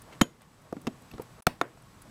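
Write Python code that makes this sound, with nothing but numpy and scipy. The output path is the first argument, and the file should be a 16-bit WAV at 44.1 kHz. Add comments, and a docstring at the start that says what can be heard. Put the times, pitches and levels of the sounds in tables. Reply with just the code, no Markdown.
"""A faint tick and a rub of fingertips, then a pocket watch's hinged cover snaps and rings close by.
Fingers knock and rub the case, each impact exciting its damped modes, while the escapement ticks five
times a second in a small quiet room. The background drops out briefly before the second snap.
Gain control ducks the sound after the snaps and lets the room noise return slowly."""
import sys
import numpy as np
from scipy import signal
from scipy.fft import rfft, irfft
from scipy.io import wavfile
from scipy.ndimage import uniform_filter1d

SR = 44100
rng = np.random.default_rng(int(sys.argv[2]) if len(sys.argv) > 2 else 0)


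def generate_wav(signal):
    """Clip the signal to [-1, 1] and save it as 16-bit WAV at the path in sys.argv[1]."""
    frames = np.transpose(np.atleast_2d(signal))
    scaled = np.clip(frames, -1, 1) * 32767
    pcm = np.round(scaled).astype(np.int16)
    wavfile.write(sys.argv[1], SR, pcm)


N = 92610


def contacts():
    """Impact excitation: the case rings and rattles. Returns the direct sound and the feed to the room."""
    # contacts on the case: (time [s], rise [s], rattle length factor, ring pitch factor,
    # then level [dB] in each band: push, thump, knock, clack, click, snap, fizz)
    impacts = [ (0.2117, 0.00031, 1.06, 0.74, -42, -22.5, -28, -28.5, -24, -38, -46),
               (0.2137, 0.00069, 1.3, 1.01, -28, -14.5, -25, -20, -26, -23, -28.5),
               (.2335, .0005, .8, 1., -70, -67, -55, -47, -53, -60, -54),
               (0.408, 0.00077, 1.4, 0.71, -64, -55, -62.5, -70, -57, -74, -77),
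               (.7263, 0.00037, 0.86, .97, -56, -30.5, -30.5, -51, -69, -48.5, -55),
               (.7670, 0.00038, 1.3, 1.05, -67, -34.5, -53, -49, -62, -62, -72),
               (.8695, 0.0001, 1.6, .9, -56, -29, -50, -34, -38.5, -38, -49),
               (.8738, 0.00016, 1.74, .95, -53, -27.5, -34, -40, -45.5, -41.5, -57),
               (1.1152, 0.00026, 0.8, 1., -67, -60, -68, -59.5, -54, -55.5, -63),
               (1.1363, .001, 3.3, .9, -35.5, -40, -48, -59, -51, -73, -65),
               (1.1810, 0.0011, 1.2, 1., -56, -40.5, -48.5, -50.5, -59, -60, -77),
               (1.1980, 0.00021, 2.3, .72, -46, -41, -36.5, -62, -70, -75, -72),
               (1.4686, 0.000033, 0.54, 0.96, -24, -34.5, -23.5, -18.5, -22.5, -26, -30.5),
               (1.4697, 0.00061, 0.92, 0.63, -23, -22.5, -46, -29, -28, -33, -34.5),
               (1.6132, 0.00024, 0.91, 1., -54, -28.5, -21, -16, -32.5, -36, -43),
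               (1.773, 0.00032, .7, 1., -51, -66, -53.5, -59, -76, -72, -68), ]
    # response of each band: (low edge [Hz], high edge [Hz], rattle t60 [s],
    # rattle gain [dB], ring gain [dB], room gain [dB])
    bands = [(25, 136, 0.024, -11, -8, -21), (137.4, 325, .035, -1.5, -1, -17.5),
             (306, 767, 0.022, -2, 0.5, -13.5), (890, 2100, .018, -4, 1, -20),
             (2200, 4440, 0.017, -3.5, -8, -22), (4900, 7500, 0.0056, -6, -16.5, -30),
             (8360, 13400, .012, -2.5, -17, -22)]
    # modes of the watch held against the table: (frequency [Hz], relative level [dB], t60 [s])
    body_modes = [(70, 0, .018), (162, -6, 0.016), (257.4, -7.5, 0.044), (422, -4.5, 0.038),
                  (515, 4.5, 0.038), (691, 6.5, 0.045), (1091, 7, 0.011), (1317, 1, 0.02),
                  (1664, -4.5, 0.0074), (2063, -32, 0.042), (2650, 7, 0.013), (3360, -13, 0.02),
                  (3674, -3, 0.039), (4920, -8.5, 0.011), (5000, -21, 0.005), (6440, -9, 0.025),
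                  (8960, 13.5, 0.0083), (11300, -9, 0.011), (12290, -13, 0.01)]
    direct, to_room, t = np.zeros(N), np.zeros(N), np.arange(8192) / SR
    impulse = 1. * (t == 0)
    for time, rise, length, pitch, *levels in impacts:
        onset = 1 - np.exp(-t / rise)
        for db, (low, high, t60, rattle_db, ring_db, room_db) in zip(levels, bands):
            bandpass = signal.butter(2, [low, high], "band", fs=SR, output="sos")
            bass_cut = signal.butter(2, 0.91 * low, "high", fs=SR)
            chatter = rng.standard_normal(len(t)) * onset * amp(-60 * t / (t60 * length))
            rattle = burst(signal.sosfilt(bandpass, chatter))
            modes = [mode for mode in body_modes if low <= mode[0] < high]
            body = burst(signal.lfilter(*bass_cut, onset * ring(modes, t, pitch)))
            add(direct, time, amp(db + rattle_db) * rattle + amp(db + ring_db) * body)
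            pulse = signal.sosfilt(bandpass, signal.sosfilt(bandpass, impulse))
            add(to_room, time, amp(db + room_db) * burst(pulse))
    return direct, to_room


def stops():
    """Sudden deceleration: catch and cover each radiate one pressure pulse on hitting their stops."""
    # hard stops of metal on metal: (time [s], pulse width [s], level [dB])
    hits = [(1.4686, 0.00021, -4.5), (1.614, 0.00027, -16)]
    out, t = np.zeros(N), np.arange(1024) / SR
    for time, width, db in hits:
        u = t / width
        add(out, time, -amp(db) * (1 - u) * np.exp(-u))
    return out


def cover(fast_t60=0.043, linger_db=-23):
    """Free vibration: the thin sprung cover loses most of its ring at once, then lingers faintly."""
    # the cover left free to ring: (time [s], level [dB])
    clinks = [(0.2169, -22), (0.8746, -53)]
    # modes of the cover: (frequency [Hz], relative level [dB], t60 of the lingering ring [s])
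    modes = [(2075, -11.5, 0.52), (3080, 0, 0.18), (5216, -26, .19), (6765, 1, 0.25), (7881, -22, .22),
             (8269, -18, .19), (10480, -20, 0.29), (14880, -19, .14)]
    out, t = np.zeros(N), np.arange(SR // 2) / SR
    damping = amp(-60 * t / fast_t60) + amp(linger_db)
    for time, db in clinks:
        add(out, time, amp(db) * damping * ring(modes, t))
    return out


def tinks(rise_s=0.00027):
    """Damped oscillation: each struck part of the watch or its support gives one short note."""
    # struck parts: (time [s], frequency [Hz], level [dB], t60 [s])
    notes = [(.2140, 242.7, -6.5, 0.033), (0.213, 560, -22, 0.031), (0.2343, 3200, -25.5, 0.012),
             (.7265, 1186, -29, 0.019), (0.871, 2650, -32, 0.026), (0.8723, 3070, -34, 0.011),
             (0.8718, 3680, -34, 0.022), (0.8741, 245, -22.5, 0.035), (1.1132, 2620, -42.5, 0.02),
             (1.1145, 11840, -45, 0.012), (1.1971, 423, -22, 0.015), (1.4687, 1340, -12.5, 0.013),
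             (1.4715, 715, -14.5, 0.031), (1.471, 8470, -32, 0.02), (1.6139, 1770, -12, .012),
             (1.6140, 3640, -24.5, 0.024), (1.6140, 6700, -31, 0.022)]
    out, t = np.zeros(N), np.arange(4096) / SR
    onset = 1 - np.exp(-t / rise_s)
    for time, *mode in notes:
        add(out, time, onset * ring([mode], t))
    return out


def ticks(hold_s=0.0043, t60=0.018, ring_db=-7.5):
    """Periodic impact: every beat of the escapement gives a bright rattle with a trace of ring."""
    # beats of the escapement: (time [s], level [dB], ring frequency [Hz])
    beats = [(0.0182, -50, 8950), (0.4172, -52.5, 8660), (.6180, -60, 9200), (.8150, -52.5, 15300),
             (1.0200, -60, 8250), (1.2186, -48, 14600), (1.4222, -54, 10300), (1.619, -54, 9300),
             (1.8212, -58.5, 9270), (2.019, -50, 10670)]
    # spectrum of the rattle: (frequency [Hz], relative level [dB])
    spectrum = [(100, -34), (1000, 9), (3500, -4), (7500, -1), (9200, 7.5), (12500, -1.5), (15000, 2.5),
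                (17000, -21)]
    out, t = np.zeros(N), np.arange(2048) / SR
    fade = amp(-60 * np.maximum(t - hold_s, 0) / t60)
    for time, db, hz in beats:
        rattle = noise(lambda f: amp(curve_at(spectrum, f)), len(t))
        tone = amp(ring_db) * 2 * np.sin(2 * np.pi * hz * t)
        add(out, time, amp(db) * burst(fade * (rattle + tone)))
    return out


def rubs(grain_db=3, grain_hz=150):
    """Sliding friction: skin on the case makes soft, grainy swells of noise."""
    # fingertip strokes: (time [s], duration [s], level [dB], spectral tilt [dB/octave])
    strokes = [(0.038, .17, -55, -2.5), (0.103, 0.062, -56.5, 8), (0.402, 0.047, -55, 5.5),
               (.64, 0.073, -56.5, -3), (0.781, 0.18, -53, -13), (0.894, 0.068, -63, -13),
               (1.132, 0.16, -71, 10), (1.374, 0.042, -55.5, -2), (2.042, 0.064, -56.5, -8)]
    # friction spectrum before the tilt: (frequency [Hz], relative level [dB])
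    spectrum = [(40, -28), (200, -6.5), (600, 3.5), (1200, -2), (3000, -17), (6000, -35.5), (16000, -53)]
    out, t = np.zeros(N), np.arange(SR // 2) / SR
    for time, duration, db, tilt in strokes:
        hiss = noise(lambda f: amp(curve_at(spectrum, f) + tilt * np.log2(np.clip(f, 200, 5000))), len(t))
        grain = amp(grain_db * noise(lambda f: 1 / (1 + (f / grain_hz) ** 2), len(t)))
        swell = np.sin(np.pi * np.minimum(t / duration, 1))
        add(out, time, amp(db) * hiss * grain * swell)
    return out


def room(x, delay_s=0.0026, build_s=0.0055):
    """Reverberation: dense reflections form a short tail whose decay depends on frequency."""
    # reverberation time of the room: (frequency [Hz], t60 [s])
    decay_times = [(100, 0.3), (400, 0.37), (1200, 0.23), (4000, 0.29), (14000, 0.27)]
    hz, t, spectrogram = signal.stft(rng.standard_normal(SR // 2), SR, nperseg=256)
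    decay = amp(-60 * t / curve_at(decay_times, hz)[:, None])
    tail = signal.istft(spectrogram * decay, SR, nperseg=256)[1]
    tail *= np.clip((np.arange(len(tail)) / SR - delay_s) / build_s, 0, 1)
    return signal.fftconvolve(x, tail / np.linalg.norm(tail))[:N]


def room_noise(broadband_db=-54):
    """Stationary noise: a low broadband bed, with narrow bands heard as hums and a thin whine."""
    # spectrum of the bed: (frequency [Hz], relative level [dB])
    spectrum = [(15, -41), (25, -10.5), (70, -8.5), (87, -6), (135, -2.5), (197, -6.5), (238, -8),
                (330, -14.5), (600, -16.5), (878, -17), (1090, -16.5), (2670, -26.5), (8140, -31.5),
                (15200, -39.5), (16500, -65)]
    # narrow bands: (centre frequency [Hz], bandwidth [Hz], level [dB])
    bands = [(120, 32, -66.5), (1102, 50, -69.5), (7910, 180, -75)]
    hums = sum(amp(db) * noise(lambda f: 1 / (1 + (2 * (f - hz) / width) ** 2), N)
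               for hz, width, db in bands)
    return amp(broadband_db) * noise(lambda f: amp(curve_at(spectrum, f)), N) + hums


def ring(modes, t, pitch=1):
    """Modal synthesis: a struck object sounds as a sum of damped sines."""
    return sum(amp(db - 60 * t / t60) * np.sin(2 * np.pi * hz * pitch * t) for hz, db, t60 in modes)


def noise(shape, size):
    """Spectral shaping: unit-variance noise whose amplitude spectrum follows shape(frequency)."""
    white = rfft(rng.standard_normal(size))
    x = irfft(white * shape(np.fft.rfftfreq(size, 1 / SR)), size)
    return x / (x.std() + 1e-20)


def burst(x):
    """Energy normalisation: a short sound gets the energy of 5 ms at full level."""
    return x * np.sqrt(.005 * SR / (np.sum(x ** 2) + 1e-20))


def add(mix, time, sound):
    """Superposition: a sound joins the mix at a time in seconds."""
    part = mix[round(time * SR):][:len(sound)]
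    part += sound[:len(part)]


def curve_at(points, hz):
    """Interpolation of (frequency [Hz], value) points on a logarithmic frequency axis."""
    f, value = np.transpose(points)
    return np.interp(np.log(hz + 1), np.log(f + 1), value)


def amp(db):
    """Amplitude ratio of a level in decibels."""
    return 10 ** (np.asarray(db) / 20)


def lag(x, tau_s):
    """Exponential smoothing: a one-pole low-pass with time constant tau_s."""
    pole = np.exp(-1 / (tau_s * SR))
    return signal.lfilter([1 - pole], [1, -pole], x)


def scene(stop_room_db=-18, dropout_start_s=1.407, dropout_end_s=1.467, dropout_db=-54):
    """Superposition of watch, reverberation and background; room noise and rubs drop out briefly."""
    t = np.arange(N) / SR
    direct, to_room = contacts()
    cracks = stops()
    watch = direct + cracks + tinks() + cover() + ticks()
    reverberation = room(to_room + amp(stop_room_db) * cracks)
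    in_gap = (t > dropout_start_s) & (t < dropout_end_s)
    dropout = uniform_filter1d(np.where(in_gap, amp(dropout_db), 1.), size=64)
    return (watch + reverberation + (room_noise() + rubs()) * dropout)[None]


def record(dry, threshold_db=-32, reduction_db_per_db=0.56, recovery_db_per_s=17,
           detector_hz=1510, cutoff_hz=16500):
    """Dynamic compression: the gain falls after loud snaps and recovers slowly; a low-pass follows."""
    sensed = lag(dry[0], 1 / (2 * np.pi * detector_hz))
    power = lag(sensed ** 2, tau_s=0.033)
    excess_db = np.maximum(10 * np.log10(power + 1e-12) - threshold_db, 0)
    # each peak of the excess is held and falls away at a steady rate
    fall_db = np.arange(N) * recovery_db_per_s / SR
    held_db = np.maximum.accumulate(excess_db + fall_db) - fall_db
    ducked = dry * amp(-reduction_db_per_db * lag(held_db, tau_s=0.035))
    lowpass = signal.firwin(201, cutoff_hz, window=("kaiser", 8), fs=SR)
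    return signal.oaconvolve(ducked, lowpass[None], "same")


dry = scene()
out = record(dry)
generate_wav(out)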